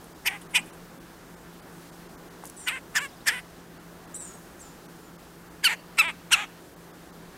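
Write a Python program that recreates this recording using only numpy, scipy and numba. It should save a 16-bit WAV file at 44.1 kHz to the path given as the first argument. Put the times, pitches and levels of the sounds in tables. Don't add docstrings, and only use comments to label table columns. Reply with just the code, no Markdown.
import sys
import numpy as np
from scipy import signal
from scipy.fft import rfft, irfft
from scipy.io import wavfile
from scipy.ndimage import uniform_filter1d
from numba import njit

SR = 44100
rng = np.random.default_rng(int(sys.argv[2]) if len(sys.argv) > 2 else 0)


def unload_wav(signal):
    wavfile.write(
        sys.argv[1],
        SR,
        np.round(np.clip(np.atleast_2d(signal).T, -1, 1) * 32767).astype(np.int16),
    )


def nominal_scale(level):
    x = np.asarray(level, float) / 20
    return 10 ** x


N = 325017
TIME = np.arange(N) / SR


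def rms1(x):
    return x / np.sqrt(np.mean(x ** 2))


def steady(x, size=300):
    power = uniform_filter1d(uniform_filter1d(x ** 2, size), size)
    return x / np.sqrt(power + 1e-12)


@njit
def svf(x, hz, width):
    y, b, l = np.empty(len(x)), 0., 0.
    for i in range(len(x)):
        g, k = np.tan(np.pi * hz[i] / SR), width / hz[i]
        v = (b + g * (x[i] - l)) / (1 + g * (g + k))
        b, l, y[i] = 2 * v - b, l + 2 * g * v, k * v
    return y


def band(x, hz, width):
    return svf(x, np.clip(hz + np.zeros(len(x)), 10, SR / 2.2), float(width))


def steep(x, hz, width):
    return band(band(x, hz, width), hz, 1.5 * width)


def walk(rate, size=N):
    k = int(SR / rate)
    return rms1(uniform_filter1d(uniform_filter1d(rng.standard_normal(size), k), k))


def play(table, fade=.004):
    s, *columns = np.transpose(table)
    s = np.maximum.accumulate(s)
    span = slice(int((s[0] - fade) * SR), int((s[-1] + fade) * SR))
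    t = TIME[span]
    ends = np.clip(np.minimum(t - t[0], t[-1] - t) / fade, 0, 1)
    return span, ends, [np.interp(t, s, c) for c in columns]


def yard():
    # pitch_hz, level_db (per Hz)
    yard_colour = [(12, -49), (20, -13), (59, -8), (85, -12.5), (108, -17.5), (135, -12), (171, -3),
                   (197, -9.5), (344, -6.5), (601, -14), (672, -13), (1650, -17.5), (2250, -24.5),
                   (12000, -31.5), (15700, -34)]
    # pitch_hz, level_db, width_hz
    hum_lines = [(171, -55.5, 2.3), (342.6, -65, 5.28), (118.7, -67.5, 1.36)]
    # pitch_hz, level_db
    whine_lines = [(13628.6, -81), (13688.8, -74.5), (13748.9, -80)]
    hz, db = np.transpose(yard_colour)
    f = np.maximum(np.arange(N // 2 + 1) * SR / N, 1)
    colour = nominal_scale(np.interp(np.log(f), np.log(hz), db))
    noise = rfft(rng.standard_normal(N)) * colour
    out, swell = np.zeros(N), walk(1.6)
    for octave in range(-1, 10):
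        part = np.clip(1 - np.abs(np.log2(f / 31.25) - octave), 0, 1)
        wander_db = 0.5 * swell + 0.96 * walk(14)
        out += irfft(noise * part, N) * nominal_scale(wander_db)
    out = nominal_scale(-48) * rms1(out)
    for hz, db, width in hum_lines:
        turns = np.cumsum(hz + width * 0.457 * walk(23.7)) / SR
        out += nominal_scale(db + 0.5 * walk(36)) * np.sqrt(2) * np.sin(2 * np.pi * turns)
    for hz, db in whine_lines:
        out += nominal_scale(db) * np.sqrt(2) * np.sin(2 * np.pi * hz * TIME)
    return out


def far_birds():
    # start_s, length_s, from_hz, to_hz, level_db
    chirp_events = [(3.082, .02, 5900, 4400, -54), (3.118, 0.028, 3250, 4300, -57),
                    (3.164, 0.01637, 5300, 4500, -56), (3.198, .025, 3350, 4450, -56),
                    (3.244, 0.03087, 6281, 4850, -51), (3.388, .02, 5900, 4380, -55),
                    (5.02, 0.0996, 7200, 6916, -61), (5.78, 0.036, 4500, 4550, -58),
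                    (4.325, 0.037, 8750, 8582, -54), (4.252, 0.15, 1340, 1390, -56.5),
                    (4.573, 0.127, 1396, 1300, -57), (4.95, 0.19, 1370, 1350, -59)]
    out = np.zeros(N)
    for s, length, from_hz, to_hz, db in chirp_events:
        size = int(length * SR)
        glide = np.geomspace(from_hz, to_hz, size)
        whistle = np.sin(2 * np.pi * np.cumsum(glide) / SR)
        out[int(s * SR):][:size] += nominal_scale(db) * np.hanning(size) ** .5 * whistle
    return out


def shaky_phase(hz, shake):
    return 2 * np.pi * np.cumsum(hz * (1 + shake * walk(359.5, size=len(hz)))) / SR


def songbird():
    # time_s, pitch_hz, level_db (of the strongest overtone)
    left_notes = [
        [(2.568, 3959, -61), (2.586, 3930, -47), (2.594, 3850, -52), (2.646, 3628, -53), (2.675, 3340, -48)],
        [(4.142, 3460, -49), (4.15, 3730, -41), (4.16, 3971, -41), (4.178, 3960, -46), (4.202, 3900, -44.5),
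         (4.25, 3595, -47.5), (4.295, 3450, -50.5), (4.326, 3350, -59), (4.43, 3310, -73)],
        [(4.6, 4250, -57), (4.609, 3900, -48), (4.62, 3750, -50.5), (4.654, 3570, -54), (4.72, 3520, -66)],
    ]
    # time_s, pitch_hz, level_db (of the third overtone)
    right_notes = [
        [(2.566, 3080, -50), (2.58, 3020, -52), (2.61, 2980, -48), (2.64, 2880, -52), (2.675, 2837, -57)],
        [(4.144, 2830, -40), (4.154, 2950, -41.5), (4.2, 2980, -50), (4.23, 2860, -46), (4.258, 2800, -46),
         (4.29, 2740, -56), (4.32, 2600, -63), (4.352, 2741, -57), (4.366, 2540, -56)],
        [(4.594, 3290, -67.5), (4.61, 3090, -52), (4.625, 2871, -59), (4.645, 2760, -66), (4.67, 2690, -74)],
    ]
    # start_db, slope_db_per_s
    second_levels = [(-66, 95), (-59, -60), (-56, -220)]
    a, b = np.zeros((2, N))
    left, third, second = np.zeros((3, N))
    for table in left_notes:
        span, ends, (hz, db) = play(table, fade=0.0011)
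        a[span] = shaky_phase(hz, 0.005)
        left[span] = ends * nominal_scale(db + 1.7 * walk(130, size=len(hz))) * np.sqrt(2)
    for table, (start_db, slope_db) in zip(right_notes, second_levels):
        span, ends, (hz, db) = play(table, fade=0.0011)
        b[span] = shaky_phase(hz, 0.0091)
        flutter_db = 1.7 * walk(130, size=len(hz))
        second_db = start_db + slope_db * TIME[:len(hz)]
        third[span] = ends * nominal_scale(db + flutter_db) * np.sqrt(2)
        second[span] = ends * nominal_scale(second_db + flutter_db) * np.sqrt(2)
    hoarse = 1 + .45 * walk(1500)
    left, third, second = left * hoarse, third * hoarse, second * hoarse
    out = left * (nominal_scale(-22) * np.sin(a) + np.sin(2 * a) + nominal_scale(-19) * np.sin(3 * a))
    out += third * np.sin(3 * b) + second * np.sin(2 * b)
    sum_tones = nominal_scale(-10.5) * np.sin(a + 2 * b) + nominal_scale(-37) * np.sin(a + b)
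    return out + np.sqrt(np.abs(left * third)) * sum_tones


def claws():
    # start_s, peak_db, ring_hz, width_hz, t60_s
    tick_events = [(.042, -43, 9000, 5000, 0.017), (.25, -40.5, 9000, 6000, .008),
                   (0.372, -44, 3380, 900, .015), (.373, -46, 10000, 5000, .01),
                   (.413, -46, 9500, 3480, .08), (.417, -45, 3170, 700, .03),
                   (0.506, -54, 9500, 2500, 0.3324), (.645, -43, 10800, 2000, .008),
                   (.658, -54, 9300, 3000, 0.19), (.69, -48, 9200, 2000, .01),
                   (.732, -55.5, 9039, 4020, 0.15), (2.437, -33, 894.6, 450, 0.017),
                   (2.448, -36, 1200, 900, 0.012), (2.44, -43, 9534, 5000, .03),
                   (2.454, -30, 9000, 12000, 0.008), (2.4549, -36, 10500, 6000, 0.02718),
                   (2.465, -43, 7960, 4000, 0.079), (2.474, -40, 10000, 6000, .02),
                   (2.49, -47, 10000, 3000, .02), (2.4965, -41, 10500, 6000, 0.02),
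                   (2.4985, -33.5, 9000, 9000, .014), (3.258, -39, 8000, 5000, .008),
                   (5.972, -36, 7500, 5000, 0.0091)]
    out, t = np.zeros(N), TIME[:SR // 8]
    for s, db, hz, width, t60 in tick_events:
        grit = band(rng.standard_normal(len(t)), hz, width)
        grit = rms1(band(grit, hz, 1.8 * width))
        attack = np.minimum(t / 0.00057, 1)
        out[int(s * SR):][:len(t)] += nominal_scale(db - 60 * t / t60) * attack * grit
    return out


def gesture(times, effort, voice, rasp, mouth, onset):
    (s, top_s, break_s, end_s), (top_db, late_db, rasp_db, fade_db) = times, effort
    (share_up, share, rising, pure), (rest_hz, open_hz, yelp_db, dull_db, soft_db) = voice, mouth
    wait_s, clear_s, clear, hoarse = rasp
    swollen_db, _, clearing_s = onset
    rise_s, crack_s, turn_s, release_s = .012, 0.010891, 0.0061, 0.015
    edge_rough, break_rough = 0.697, 0.58
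    edge_bright_db, break_bright_db = -10.5, -11

    tired_s = max(end_s - release_s, break_s)
    inside = np.minimum(break_s + np.cumsum([wait_s, clear_s, turn_s, end_s]), tired_s)
    at = s + np.array([0, min(rise_s, top_s), top_s, break_s - crack_s, break_s, *inside, end_s])
    fading = rasp_db - fade_db * (inside - inside[0]) / (tired_s - inside[0] + 1e-9)
    db = [top_db - 28, top_db + swollen_db, top_db, late_db, rasp_db - 1, *fading, fading[-1] - 14.5]
    shares = [1, share_up, share, share] + [1] * 6
    rough = [edge_rough, rising, pure, pure + 0.14, break_rough, clear, clear, hoarse, hoarse, edge_rough]
    throat = rest_hz + (open_hz - rest_hz) * np.array([0, 0.075, 1, 0.4185] + [0] * 6)
    bright = [edge_bright_db, yelp_db, yelp_db, dull_db, break_bright_db] + [soft_db] * 4 + [edge_bright_db]
    rows = np.transpose([at, db, shares, rough, throat, bright])

    late = np.clip(1 - clearing_s / (at[2] - at[1] + 1e-9), 0, 1)
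    clearing = rows[1] + late * (rows[2] - rows[1])
    clearing[2:4] = share_up, rising
    return np.insert(rows, 2, clearing, axis=0)


def syrinx(hz, share, rough, fast, skip, smear):
    size = len(hz)
    wobble = 1 + 0.0968 * rough * walk(370, size=size)
    phase = np.pi * np.cumsum(hz * wobble) / SR
    k = np.arange(1, 110)[:, None]
    beat_weight = np.where(k % 2 == 0, share, skip * rough * share)
    weight = np.where(k % (2 * fast) == 0, 1, beat_weight)
    lag = smear * (.6 * rng.standard_normal(k.shape) + .006 * k ** 2)
    audible = k * hz < 31000
    pulses = -steady(np.sum(weight * audible * np.cos(k * phase + lag), axis=0))
    air = rng.standard_normal(size) * (1 + 0.36 * np.cos(2 * phase))
    return pulses * nominal_scale(5.1 * rough * walk(200, size=size)), air


def lower_tract(voice, throat_hz, soft_db, sides, sac_db):
    windpipe, windpipe_db, beak, beak_db = sides
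    low = steep(voice, throat_hz, 660)
    low -= nominal_scale(windpipe_db + 0.21 * soft_db) * steep(voice, windpipe * throat_hz, 890)
    low -= nominal_scale(beak_db + 0.21 * soft_db) * steep(voice, beak * throat_hz, 910)
    return low + nominal_scale(sac_db + 0.63 * soft_db) * steep(voice, 900, 450)


def upper_tract(hiss, effort_db, peaks, sag_hz):
    low_hz, low_db, mid_hz, mid_db, top_hz, top_db = peaks
    high = nominal_scale(low_db + effort_db) * steep(hiss, low_hz, 2060)
    high -= nominal_scale(mid_db) * steep(hiss, mid_hz + sag_hz * effort_db, 1900)
    high += nominal_scale(top_db + 2.1 * effort_db) * steep(hiss, top_hz, 1950)
    return high + nominal_scale(-14.5) * steep(hiss, 11000, 8100)


def woodpecker():
    # top_s, break_s, end_s
    call_times = [(.249, 0.027, 0.046, 0.13), (.537, 0.024, 0.051, 0.078), (2.662, 0.023, 0.047, 0.13),
                  (2.944, 0.024, 0.054, .13), (3.259, 0.027, 0.051, 0.15), (5.631, 0.025, 0.054, 0.12),
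                  (5.975, 0.024, 0.0488, 0.14), (6.308, 0.025, 0.049, 0.15)]
    # top_db, late_yelp_db, rasp_db, rasp_fade_db
    call_effort = [(-21, -20.5, -36, 4), (-16, -22.5, -30.5, 9.5), (-22, -28.5, -33, 3),
                   (-20, -25.5, -34, 1.5), (-18, -23.5, -31, 6.5), (-16.5, -17, -26.5, 2.5),
                   (-14, -15.5, -28.5, 1), (-14, -15, -30, 5)]
    call_voice = [(.6, 0.9, 0.58, 0.05), (.99, 0.9, 0.25, 0.23), (0.3, 0.42, 0.58, 0.3),
                  (0.3, 0.12, 0.63, .3), (0.4, 0.05, 0.6, 0.39), (0.12, 0.09, 0.22, 0),
                  (0.23, 0.08, 0.39, 0.04), (0.48, 0.15, 0, 0.13)]
    # clears_after_s, stays_clear_s, rough_clear (0-1), rough_after (0-1)
    call_rasp = [(.02, .02, 0.46, 0.5), (0.0027, .003, 0.6, .3), (0.016, 0.0254, 0.08, 0.44),
                 (.026, 0.038, 0.14, 0), (0.0052, 0.016, 0.18, 0.38), (.02, 0.022, 0.64, 0.62),
                 (0.024435, 0.038, 0.05, 0.4), (0.039, 0.03, 0.44, 0.52)]
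    # rest_hz, top_hz, rising_db, late_yelp_db, rasp_db
    call_mouth = [(2010, 2770, -3.5, -16, -17), (2192.1, 2680, -8.5, -9.5, -5), (1900, 2440, -9, -10, -16),
                  (1750, 1940, -5, -9, -10.5), (1940, 1990, -2.5, -14, -12.5), (1940, 2730, 0, -12, -10),
                  (2320, 2455, -8.5, -21, -19.5), (2410, 2920, -3.5, -16, -15.5)]
    # swollen_db (under the top), skipped_beats (strength), clears_before_top_s
    call_onset = [(-6, .27, 0.0116), (-6.5, .27, .012), (-5.5, 0.68, .01), (-5.5, .27, 0.0083),
                  (-7, 0.95, 0.011), (-5.5, 0.348, 0.011), (-4, 0.25, .009), (-7.5, 0.58, .005)]
    # time_s, beat_hz
    beat_tables = [
        [(.249, 398), (.262, 454.5), (.275, 502), (.287, 394), (.366, 404)],
        [(.537, 392.4), (.546, 421), (.56, 512.3), (.567, 520.5), (.576, 441), (.598, 401)],
        [(2.681, 502), (2.69, 472), (2.703, 400), (2.734, 531), (2.77, 509), (2.79, 488)],
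        [(2.957, 597), (2.968, 590.5), (2.986, 511), (2.996, 500), (3.014, 564), (3.026, 580), (3.062, 545)],
        [(3.259, 477.6), (3.27, 562), (3.283, 621), (3.3, 528), (3.312, 453.9), (3.337, 512), (3.395, 497)],
        [(5.638, 556), (5.648, 508.4), (5.659, 502), (5.668, 470.4), (5.676, 447), (5.684, 386.3), (5.705, 478),
         (5.757, 432)],
        [(5.975, 384.6), (5.988, 336), (5.995, 328.7), (6.004, 330.2), (6.011, 316.5), (6.019, 273.8),
         (6.05, 337), (6.075, 331), (6.117, 269)],
        [(6.307, 424), (6.32, 458), (6.3305, 556.3), (6.3335, 487.6), (6.348, 443.5), (6.357, 363.5),
         (6.4, 422), (6.459, 384.5)],
    ]
    fast_pulses = [2, 2, 3, 3, 3, 3, 4, 3]
    flap_smear = [(.6, 1), (.5, .7), (1.1, .7), (.6, .8), (.5, 1), (.3, 1.1), (.25, 1.15), (.15, 1.1)]
    # windpipe_share, windpipe_db, beak_share, beak_db
    lower_peaks = [(0.378, -23, 1.56, -24), (.38, -19, 1.31, -11), (.5, -13.5, 1.49, -10.5),
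                   (.6, -7.5, 1.47, -5), (.45, -14.5, 1.57, -13), (.47, -18.5, 1.44, -13),
                   (.62, -13.5, 1.48, -13.5), (.64, -6, 1.38, -8.5)]
    # low_hz, low_db, mid_hz, mid_db, top_hz, top_db
    upper_peaks = [(5100, 11, 9000, 4, 12350, 9.5), (5300, 2, 8360, 1, 11400, -6),
                   (4500, 7, 8600, 10, 12328, 9), (5000, -3, 6900, -2.5, 14000, -8),
                   (5000, 2.5, 7900, -4, 11449, -5), (4550, 7, 8900, -5.5, 11250, -4.5),
                   (5000, 8.5, 8300, 6.5, 12340, 5.5), (5550, 5, 8840, 3.5, 11600, -9)]
    # sac_db, sag_hz_per_db
    sac_settings = [(-9.5, 4), (-9.5, 5), (-39.5, 22), (-30, -71.5), (-28, -44), (-8, 140.5), (-11.5, -3.5),
                    (-9, 121)]
    # yelp_hz, rasp_hz, width_hz, share (0-1)
    throat_pocket = [(4120, 3950, 557.7, 0.8), (4250, 4600, 600, .95), (5500, 5600, 530, 0.4),
                     (4140, 4800, 420, 0.59), (4000, 4500, 560, 0.5), (5800, 5300, 1700, 0.78),
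                     (6340, 4100, 640.4, 0.5), (4800, 4900, 890, 0.73)]

    out = np.zeros(N)
    calls = map(gesture, call_times, call_effort, call_voice, call_rasp, call_mouth, call_onset)
    for table, beat, fast, onset, loose, sides, peaks, (sac_db, sag_hz), pocket in zip(
            calls, beat_tables, fast_pulses, call_onset, flap_smear,
            lower_peaks, upper_peaks, sac_settings, throat_pocket):
        span, ends, (db, share, rough, throat_hz, bright_db) = play(table)
        t, yelp_to_rasp = TIME[span], table[4:6, 0]
        hz = np.interp(t, *np.transpose(beat))
        smear = np.interp(t, yelp_to_rasp, loose)
        pulses, air = syrinx(hz, share, rough, fast, onset[1], smear)

        soft_db = np.clip(db.max() - db, 0, 20) - 8.5
        low = lower_tract(pulses + 1.7 * rough * air, throat_hz, soft_db, sides, sac_db)
        hiss = pulses + (0.28 + 3 * rough) * air
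        high = upper_tract(hiss, .8 * (db - db.max()), peaks, sag_hz)
        call = steady(low) + nominal_scale(bright_db) * steady(high)

        yelp_hz, rasp_hz, width, swallowed = pocket
        pocket_hz = np.interp(t, yelp_to_rasp, [yelp_hz, rasp_hz])
        out[span] += ends * nominal_scale(db) * (call - swallowed * band(call, pocket_hz, width))
    return out


def trunks(x, t60, wet_db):
    t = TIME[:SR // 2]
    tail = band(rng.standard_normal(len(t)), 3500, 6600)
    tail *= nominal_scale(-60 * t / t60) * np.minimum(t / 0.015, 1)
    return x + nominal_scale(wet_db) * signal.fftconvolve(x, tail / np.sqrt(np.sum(tail ** 2)))[:N]


def scene():
    near = trunks(woodpecker() + claws(), t60=0.49, wet_db=-32)
    far = trunks(songbird() + far_birds(), t60=.45, wet_db=-14)
    return (near + far + yard())[None]


def starve(x):
    starved_frames = [0, 16, 21, 27, 40, 57, 69, 83, 91, 95, 101, 134, 171, 184, 190, 222, 236, 251, 275,
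                      278, 310, 318, 327]
    frame_s, first_s = 1024 / 48000, .141
    keep_db, edge_hz = -16, 2300
    out, size = x.copy(), int(2 * frame_s * SR)
    window = np.sin(np.pi * np.arange(size) / size) ** 2.7
    f = np.arange(size // 2 + 1) * SR / size
    for frame in starved_frames:
        start = int((first_s + (frame - 1) * frame_s) * SR)
        bins = rfft(x[start:start + size] * window)
        strength = uniform_filter1d(np.abs(bins), size=5)
        luck = rng.random(80)
        lucky = luck[np.minimum(f // 220, 79).astype(int)] < .22
        weak = strength < nominal_scale(keep_db) * strength.max()
        no_peak = strength < 2.6 * uniform_filter1d(strength, size=61)
        lost = (f > edge_hz) & weak & no_peak & ~lucky
        out[start:start + size] -= window * irfft(bins * lost, size)
    return out


def band_limit(x):
    return signal.sosfilt(signal.butter(12, 15840, fs=SR, output="sos"), x)


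def record(dry):
    top_cut = signal.ellip(10, .1, 70, 15800, fs=SR, output="sos")
    mix = signal.sosfilt(top_cut, starve(dry[0]))[None]
    return band_limit(mix)


dry = scene()
out = record(dry)
unload_wav(out)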